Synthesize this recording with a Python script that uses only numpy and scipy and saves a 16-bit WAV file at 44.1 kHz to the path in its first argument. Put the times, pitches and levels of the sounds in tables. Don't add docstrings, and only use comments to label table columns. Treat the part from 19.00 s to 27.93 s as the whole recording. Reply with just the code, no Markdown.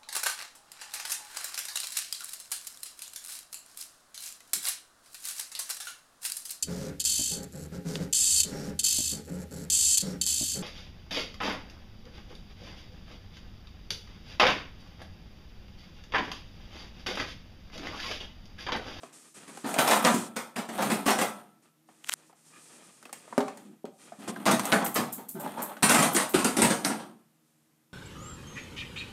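import sys
import numpy as np
from scipy import signal
from scipy.fft import rfft, irfft, next_fast_len
from scipy.io import wavfile
from scipy.ndimage import map_coordinates

SR = 44100
rng = np.random.default_rng(int(sys.argv[2]) if len(sys.argv) > 2 else 0)


def output_pcm(signal):
    pcm = np.clip(np.atleast_2d(signal).T, -1, 1) * 32767
    wavfile.write(sys.argv[1], SR, np.round(pcm).astype(np.int16))


N = 393813
T = np.arange(SR * 3 // 5) / SR

# (time [s], force [dB], weight [dB], hardness [dB], hollow note [Hz])
BLOWS = [(0.476, -48, 1, 1.5, 268), (0.642, -32, 5.5, -9.5, 275), (0.785, -17.5, -7, 1, 257),
         (0.874, -19.5, -15.5, -0.5, 291), (0.908, -17, -13, 0, 297), (0.927, -21.5, -12.5, -0.5, 263),
         (1.046, -16, -1.5, -2, 247), (1.065, -19, -9.5, -3, 240), (1.141, -36, 15, 11.5, 233),
         (1.363, -29, -5.5, 2, 239), (1.561, -31, -8, 0, 210), (1.582, -30.5, -0.5, -4, 208),
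         (1.687, -35, -0.5, -2, 226), (1.782, -24, -13, -21, 282), (1.821, -26.5, 1, 1.5, 241),
         (1.899, -26, 0.5, -0.5, 190), (1.914, -26, -16, 1.5, 199), (2.061, -23, 0.5, 1, 274),
         (2.079, -17.5, -20, -4, 228), (2.102, -21, -4, 1, 208), (2.186, -24, -8, 1.5, 240),
         (2.212, -22.5, -4.5, 2, 233), (5.186, -54.5, 14, -15, 210), (5.271, -39, 4.5, -15, 330),
         (5.459, -18.5, -4.5, -3.5, 303), (5.474, -18, -0.5, -11.5, 303), (5.511, -24, 1, 7, 314),
         (5.529, -42.5, 20, 1.5, 198), (5.723, -15.5, -2, -5.5, 190), (5.81, -27.5, -0.5, -20.5, 266),
         (5.957, -21.5, -9, -0.5, 227), (5.977, -30, 6.5, -3, 214), (6.179, -42, 5, -16, 227),
         (6.346, -41, 8, -30, 213), (6.394, -52.5, 8, -3, 256), (6.442, -42.5, 11, -5, 214),
         (6.581, -35.5, 4, -10.5, 228), (6.828, -18, 0.5, 9.5, 166), (6.893, -17.5, -8.5, 6, 210),
         (6.913, -22.5, 1, 7, 290), (6.943, -19, -4.5, 5, 227), (6.987, -20, 0.5, 3, 156),
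         (7.024, -21.5, -3.5, 7, 220), (7.147, -30, 5, 14.5, 338), (7.164, -23, -5, 8.5, 335),
         (7.196, -26.5, -12.5, 3, 302), (7.341, -21, 5, 3, 371), (7.388, -27.5, -4, 4.5, 225),
         (7.444, -23, 4.5, 7.5, 214), (7.474, -31, 0.5, -5, 225), (7.567, -27.5, 10, 9.5, 237),
         (7.583, -25.5, 6, -1.5, 229), (7.618, -21, 4.5, 11, 226), (7.647, -23, -3, 2, 241),
         (7.702, -22.5, 0.5, 3, 191), (7.847, -25.5, -0.5, 7, 280), (7.897, -28.5, 4, -7, 271),
         (7.992, -39, -5, -6, 332)]
# (frequency [Hz], gain [dB])
PLASTIC = [(40, -38.5), (70, -22.5), (110, -10.5), (165, -8), (230, 4), (320, -7), (460, -9), (700, -6),
           (1250, -9), (2500, -16.5), (5500, -23), (9000, -15.5), (10800, -25), (12800, -24.5),
           (15500, -32)]
# (frequency [Hz], t60 [s])
SHELL_T60 = [(200, 0.088), (800, 0.11), (3000, 0.087), (12000, 0.055)]


def amp(db):
    return 10 ** (np.asarray(db) / 20)


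def unit(x):
    return x / np.sqrt(np.mean(x ** 2) + 1e-20)


def along(points, hz):
    f, v = np.transpose(points)
    return np.interp(np.log(hz + 1), np.log(f + 1), v)


def fade(t60_s, t=T):
    return np.exp(-np.log(1000) * t / t60_s)


def add(track, s, sound):
    part = track[max(0, round(s * SR)):][:len(sound)]
    part += sound[:len(part)]


def band(x, lo_hz, hi_hz, order=2):
    sos = signal.butter(order, [lo_hz, min(hi_hz, SR / 2 - 100)], "band", fs=SR, output="sos")
    return signal.sosfilt(sos, x)


def coloured(x, spectrum):
    m = next_fast_len(len(x) + 4096)
    gain = amp(along(spectrum, np.fft.rfftfreq(m, 1 / SR)))
    return unit(irfft(rfft(x, m) * gain, m)[:len(x)])


def resonate(x, peaks):
    return unit(sum(amp(db) * unit(band(x, max(hz - width / 2, 100), hz + width / 2, order=1))
                    for hz, width, db in peaks))


def wobble(rate_hz):
    knots = rng.standard_normal(int(N * rate_hz / SR) + 4)
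    return map_coordinates(knots, [np.arange(N) * rate_hz / SR])


def swells(rows, skew):
    out = np.zeros(N)
    for s, length_s, db in rows:
        add(out, s, amp(db) * np.sin(np.pi * np.linspace(0, 1, round(length_s * SR)) ** skew))
    return out


def contacts(rate_hz, spread_db):
    hits = (rng.random(N) < rate_hz / SR) * rng.choice([-1, 1], N)
    return hits * amp(spread_db * np.minimum(rng.standard_normal(N), 2))


def mode_cloud(t60_curve):
    hz, t, bins = signal.stft(rng.standard_normal(len(T)), SR, nperseg=256)
    bins = bins * fade(along(t60_curve, hz)[:, None], t)
    x = signal.istft(bins, SR, nperseg=256)[1][:len(T)]
    return x / np.linalg.norm(x)


def ring(modes, scatter_db, detune):
    chance = rng.standard_normal((len(modes), 2))
    return sum(amp(db + scatter_db * a) * np.sin(2 * np.pi * hz * (1 + detune * b) * T) * fade(t60_s)
               for (hz, db, t60_s), (a, b) in zip(modes, chance))


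def stairwell(x, wet_db):
    # (frequency [Hz], t60 [s])
    decay = [(100, 0.68), (260, 0.15), (700, 0.44), (1800, 0.28), (5000, 0.31), (13000, 0.29)]
    tail = mode_cloud(decay) * (1 - fade(0.025))
    return x + amp(wet_db) * signal.fftconvolve(x, tail)[:len(x)]


def shell(crack_db, crack_t60_s):
    crack = rng.standard_normal(len(T)) * fade(crack_t60_s)
    return coloured(mode_cloud(SHELL_T60) + amp(crack_db) * crack / np.linalg.norm(crack), PLASTIC)


def voiced(x, force_db, hard_db, boom_db, snap_db):
    # (low edge [Hz], high edge [Hz])
    registers = [(140, 400), (400, 1800), (1800, 6000), (6000, 16000)]
    levels_db = force_db + np.array([boom_db, 0, -3.5 + 0.42 * hard_db, snap_db + hard_db])
    parts = [band(x, lo, hi, order=3) for lo, hi in registers]
    return sum(amp(db) * part / np.std(part[:SR // 40]) for part, db in zip(parts, levels_db))


def house():
    # (frequency [Hz], relative level [dB])
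    tones = [(156.1, -73), (231.5, -75), (317.6, -82)]
    # (frequency [Hz], gain [dB])
    air_spectrum = [(18, -80.5), (30, -54.5), (124, -23), (138, -11.5), (161, -10.5), (194, -22),
                    (287, -20), (319, -2.5), (345, -30), (415, -22), (4420, -32.5), (13700, -31),
                    (16000, -48.5)]
    t = np.arange(N) / SR
    drift_rad = 0.012 * np.cumsum(rng.standard_normal((len(tones), N)), axis=1)
    hum = sum(amp(db) * np.sqrt(2) * np.sin(2 * np.pi * hz * t + phase)
              for (hz, db), phase in zip(tones, drift_rad))
    air = amp(-70.5) * coloured(rng.standard_normal(N), air_spectrum)
    return amp(-3) * hum + air


def rubbing():
    # (start [s], length [s], level [dB], coarseness [dB])
    strokes = [(0.0, 0.16, -62.5, 5.5), (0.125, 0.24, -53.5, -9), (0.341, 0.19, -54.5, 0.5),
               (0.476, 0.29, -52.5, -2.5), (0.66, 0.12, -44, -15), (1.09, 0.21, -39, -1),
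               (2.62, 0.1, -69, 2), (2.87, 0.33, -68, 1.5), (3.049, 0.12, -58.5, -11),
               (3.154, 0.2, -63.5, -1), (3.347, 0.25, -66.5, -3), (3.45, 0.84, -58.5, -7.5),
               (3.53, 0.14, -78, 14), (3.655, 0.41, -70.5, 8.5), (4.13, 0.7, -62, 3.5),
               (4.92, 0.22, -68.5, -7), (4.98, 0.43, -61, 2), (5.19, 0.19, -64, 5), (5.277, 0.043, -41, -1),
               (8.44, 0.37, -78, -11)]
    # (frequency [Hz], gain [dB])
    cloth = [(88, -39.5), (150, -11.5), (182, -18), (235, -1), (376, -7), (960, -15), (1240, -8.5),
             (3920, -9), (8900, -8), (14800, -31), (16000, -46)]
    # (centre [Hz], width [Hz], level [dB])
    scuff_peaks = [(250, 180, 9.5), (685, 1800, 10.5), (1202, 56, 0), (1790, 140, -6), (2397, 150, -4.5),
                   (3140, 140, -8.5)]
    fibres = coloured(contacts(rate_hz=14000, spread_db=2.5), cloth)
    hiss = unit(band(fibres, 6700, 13000, order=1)) * amp(1.6 * wobble(rate_hz=21))
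    uneven = amp(2 * wobble(rate_hz=35))
    catches = resonate(contacts(rate_hz=1200, spread_db=0.5), scuff_peaks)
    scuff = unit(band(catches, 160, 4600)) * uneven
    fine = swells([(s, length, db) for s, length, db, _ in strokes], skew=0.47)
    coarse = swells([(s, length, db + coarse_db) for s, length, db, coarse_db in strokes], skew=0.53)
    return fine * hiss + coarse * scuff


def hand_scrape():
    # (start [s], length [s], level [dB])
    slides = [(3.525, 0.11, -56), (3.66, 0.39, -71)]
    # (centre [Hz], width [Hz], level [dB])
    skin_peaks = [(1230, 110, -1), (1700, 150, -4), (2410, 170, -3)]
    slips = contacts(rate_hz=400, spread_db=2.5)
    squeak = resonate(resonate(slips, skin_peaks), skin_peaks)
    return swells(slides, skew=0.5) * squeak


def fingers():
    # (time [s], peak [dB], ring [Hz], t60 [s])
    clicks = [(3.0448, -28, 3100, 0.0033), (3.0956, -9, 2880, 0.0012), (3.1215, -19.5, 3120, 0.0047),
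              (3.1379, -9.5, 10000, 0.0028)]
    # (centre [Hz], width [Hz], level [dB])
    case_peaks = [(1390, 1600, -31.5), (2680, 2900, 8), (7300, 4000, 5.5)]
    crackle_db, swell_t60_s, stop_t60_s = -21.5, 0.065, 0.012
    out, crackle, t = np.zeros(N), np.zeros(N), np.arange(N) / SR
    for s, db, hz, t60_s in clicks:
        case = ring([(hz, 0, t60_s), (7200, -2, 0.0012), (1700, -8, 0.002)], scatter_db=1, detune=0)
        click = band(case + 0.5 * signal.unit_impulse(len(T)), 1200, 20000)
        add(out, s, amp(db) * click / np.abs(click).max())
        crackle += amp(db + crackle_db) * fade(np.where(t < s, swell_t60_s, stop_t60_s), np.abs(t - s))
    ticks = resonate(contacts(rate_hz=3100, spread_db=12), case_peaks)
    return out + crackle * unit(band(ticks, 990, 16000))


def rattle_ball():
    # (time [s], peak [dB])
    bounces = [(5.8441, -17), (5.942, -15.5), (6.122, -15.5), (6.2858, -18), (6.3961, -25.5), (6.6184, -17),
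               (7.129, -16), (7.29, -24.5)]
    # (frequency [Hz], gain [dB])
    bead_spectrum = [(2000, -21), (5500, -15), (8000, -1), (10500, -2.5), (12600, 4.5), (15500, -4.5)]
    out = np.zeros(N)
    for s, db in bounces:
        hits = rng.standard_normal(len(T)) * (rng.random(len(T)) < 0.1)
        spray = hits * fade(0.13) * (1 - fade(0.025))
        sound = stairwell(coloured(spray, bead_spectrum), wet_db=-3)
        add(out, s, amp(db) * sound / np.abs(sound).max())
    return out


def carpet_drag():
    # (start [s], length [s], relative level [dB])
    drags = [(6.17, 0.04, -36), (6.39, 0.12, -27), (6.53, 0.14, -24), (6.66, 0.089, -31.5)]
    # (centre [Hz], width [Hz], level [dB])
    body_peaks = [(600, 43, 10.5), (856, 90, 16), (990, 140, -1.5), (1310, 150, -29)]
    body = resonate(contacts(rate_hz=440, spread_db=-8.5), body_peaks)
    return amp(-9.5) * swells(drags, skew=1.3) * unit(band(stairwell(body, wet_db=-1), 380, 1700))


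def tread_thuds():
    # (time [s], peak [dB])
    landings = [(0.786, -64), (1.048, -60), (5.513, -47), (5.722, -56), (6.827, -54), (7.342, -42),
                (7.445, -55), (7.62, -35)]
    out = np.zeros(N)
    for s, db in landings:
        push = band(rng.standard_normal(len(T)) * fade(0.12), 48, 110)
        add(out, s, amp(db) * push / np.abs(push).max())
    return out


def wagon_bumps():
    # (time [s], relative level [dB], grip t60 [s], contact cut-off [Hz])
    bumps = [(4.379, -10, 0.9, 2540), (4.8429, -23.5, 0.073, 770)]
    # (frequency [Hz], level [dB], t60 [s])
    tub_modes = [(266, 4.5, 0.084), (409, 13, 0.16), (576, 12, 0.055), (724, -7, 0.21), (777, -1.5, 0.35),
                 (935, -6.5, 0.27), (1170, -14, .25), (1860, -27.5, .19)]
    out = np.zeros(N)
    for s, db, grip_t60_s, contact_hz in bumps:
        gripped = ring(tub_modes, scatter_db=-5.5, detune=0.0027) * fade(grip_t60_s)
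        tub = band(gripped, 180, contact_hz, order=4)
        add(out, s, amp(db - 2) * stairwell(tub / np.abs(tub).max(), wet_db=-4.5))
    return out


def part_snaps():
    # (time [s], force [dB], hardness [dB], note [Hz])
    snaps = [(0.033, -38, -10, 670), (0.495, -46, -11, 929), (0.573, -41, 2.5, 793), (0.741, -30, 10, 662),
             (0.763, -27, -13, 697), (2.888, -51, -12, 740), (3.297, -54, -21, 930),
             (3.328, -55.5, -7, 770), (4.027, -50.5, 9, 1300), (4.054, -42.5, 1.5, 2600),
             (4.094, -48.5, -1, 1250), (4.128, -41.5, 17, 796), (4.278, -47.5, -14, 620),
             (4.326, -35, -26, 976), (4.379, -26, 1, 646), (4.405, -27, -9, 894), (4.481, -33.5, -5, 1090),
             (4.573, -50, 12.5, 905), (4.853, -44.5, 0.5, 560), (5.121, -40, -32, 690),
             (5.362, -35.5, -16, 1590), (5.595, -27, 8.5, 1005), (5.654, -37, 20.5, 990),
             (5.862, -30, 8.5, 830), (6.602, -36.5, -9, 860), (6.768, -40, -4, 1480)]
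    knock_db, note_db = -10, 4
    out = np.zeros(N)
    for s, force_db, hard_db, hz in snaps:
        contact = stairwell(shell(crack_db=-1, crack_t60_s=0.03), wet_db=-5)
        knock = voiced(contact, force_db, hard_db, boom_db=-0.5, snap_db=-9)
        add(out, s, amp(knock_db) * band(knock, 260, 18000))
        note = np.sin(2 * np.pi * hz * T) * fade(0.038 * (1000 / hz) ** 0.5) * (1 - fade(0.001))
        add(out, s, amp(force_db + note_db) * band(note, 300, 12000))
    return out


def clatter(rate_hz, spread_db, count):
    pieces = []
    for _ in range(count):
        hits = contacts(rate_hz / count, spread_db)
        pieces.append(signal.fftconvolve(hits, mode_cloud(SHELL_T60) * fade(0.031))[:N])
    return coloured(sum(stairwell(piece, wet_db=0.5) for piece in pieces), PLASTIC)


def shaken(kicks, t60_s):
    rise_s = 0.031
    energy, t = np.zeros(N), np.arange(SR) / SR
    for s, db in kicks:
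        add(energy, s, (amp(db) * fade(t60_s, t) * (1 - fade(rise_s, t))) ** 2)
    return np.sqrt(energy)


def loose_parts():
    # (start [s], length [s], rumble [dB], rattle [dB])
    rolls = [(0.662, 0.17, -54, -37.5), (0.801, 0.31, -35.5, -28.5), (1.719, 0.39, -32.5, -37.5),
             (4.511, 0.3, -46, -63), (5.185, 0.51, -40.5, -48.5), (5.63, 0.17, -42, -34.5),
             (6.382, 0.5, -44.5, -44.5), (6.9, 0.36, -32, -33.5), (7.868, 0.35, -46.5, -87)]
    axle_hz, axle_half_width_hz, axle_db = 9260, 225, -6.5
    chatter = clatter(rate_hz=270, spread_db=2, count=6)
    wheel_knocks = stairwell(contacts(rate_hz=540, spread_db=4.5), wet_db=3.5)
    wheels = unit(band(wheel_knocks, 170, 350, order=3))
    rattle = unit(band(chatter, 350, 4500))
    tinkle = unit(band(chatter, 9000, 14500))
    axle_ring = unit(band(chatter, axle_hz - axle_half_width_hz, axle_hz + axle_half_width_hz))
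    jingle = unit(tinkle + amp(axle_db) * axle_ring)
    rolling = swells([(s, length, db) for s, length, db, _ in rolls], skew=0.9)
    rocking = swells([(s, length, db) for s, length, _, db in rolls], skew=0.55)
    heavy = shaken([(s, db + weight_db - 16) for s, db, weight_db, _, _ in BLOWS], t60_s=0.73)
    light = shaken([(s, db - 15) for s, db, _, _, _ in BLOWS], t60_s=0.57)
    tiny = shaken([(s, db + hard_db - 26.5) for s, db, _, hard_db, _ in BLOWS], t60_s=0.59)
    return (wheels * np.hypot(heavy, amp(-4) * rolling) + rattle * np.hypot(light, rocking)
            + jingle * tiny + tinkle * amp(-9.5) * rocking)


def edge_cracks():
    # (time [s], peak [dB], ring [Hz])
    cracks = [(0.786, -16, 2990), (1.049, -13.5, 5200), (1.363, -31, 8530), (1.561, -28, 2500),
              (5.724, -12, 3590), (6.894, -15, 6520), (7.164, -11.5, 8500), (7.446, -13.5, 8550),
              (7.62, -12, 8800), (7.848, -15.5, 4960)]
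    out = np.zeros(N)
    for s, db, hz in cracks:
        burst = rng.standard_normal(len(T)) * fade(0.016)
        edge = stairwell(band(burst, hz * 0.7, hz * 1.11), wet_db=-14)
        add(out, s, amp(db) * edge / np.abs(edge).max())
    return out


def tumble():
    # (frequency [Hz], gain [dB])
    far_colour = [(100, -3), (4500, -1.5), (7000, -1.5), (9500, 3.5), (12000, -2), (15500, -9)]
    # (frequency [Hz], level [dB], t60 [s])
    panel_modes = [(230, 3.5, 0.57), (764, -9.5, 0.51), (950, -5.5, 0.81), (1327, -2.5, .85),
                   (2460, -7, .5)]
    # (time [s], level [dB])
    panel_levels = [(2.5, -25), (5.4, -33.5)]
    descent_s, lead_s, cavity_t60_s = (6, 7), 0.003, 0.11
    spot_hz = np.geomspace(400, 15000, 26)
    out = np.zeros(N)
    for s, force_db, weight_db, hard_db, hz in BLOWS:
        depth = np.interp(s, descent_s, [0, 1])
        body = stairwell(shell(crack_db=-5, crack_t60_s=0.0022), wet_db=1.9 * depth)
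        spot_db = 2.1 * rng.standard_normal(len(spot_hz))
        body = coloured(body, np.column_stack([spot_hz, spot_db + depth * along(far_colour, spot_hz)]))
        rise_s = 0.013 * amp(-0.69 * hard_db)
        body *= 1 - fade(rise_s)
        add(out, s, amp(-6) * voiced(body, force_db, hard_db, boom_db=weight_db - 2.5, snap_db=-7))
        cavity = np.sin(2 * np.pi * hz * T) * fade(cavity_t60_s) * (1 - fade(0.0085))
        add(out, s, amp(force_db + weight_db + 0.5) * stairwell(band(cavity, 130, 2000), wet_db=-6.5))
        touch = band(shell(crack_db=1, crack_t60_s=0.006), 300, 14000, order=1) * fade(0.02)
        add(out, s - lead_s, amp(1.49 * force_db - 2.5) * touch / np.std(touch[:SR // 250]))
        panel_db = np.interp(s, *np.transpose(panel_levels))
        add(out, s, amp(force_db + panel_db) * ring(panel_modes, scatter_db=4.5, detune=0.0034))
    return out


def scene():
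    impacts = tumble() + edge_cracks() + part_snaps() + wagon_bumps() + tread_thuds()
    train = impacts + loose_parts() + carpet_drag()
    return (train + rattle_ball() + fingers() + rubbing() + hand_scrape() + house())[None]


def record(dry):
    ceiling, top_hz, taper_hz = 0.5, 15700, 500
    rounded = dry / (1 + np.abs(dry / ceiling) ** 6) ** (1 / 6)
    m = next_fast_len(N + 4096)
    passband = np.clip((top_hz - np.fft.rfftfreq(m, 1 / SR)) / taper_hz + 0.5, 0, 1)
    return irfft(rfft(rounded, m) * passband, m)[:, :N]


dry = scene()
out = record(dry)
output_pcm(out)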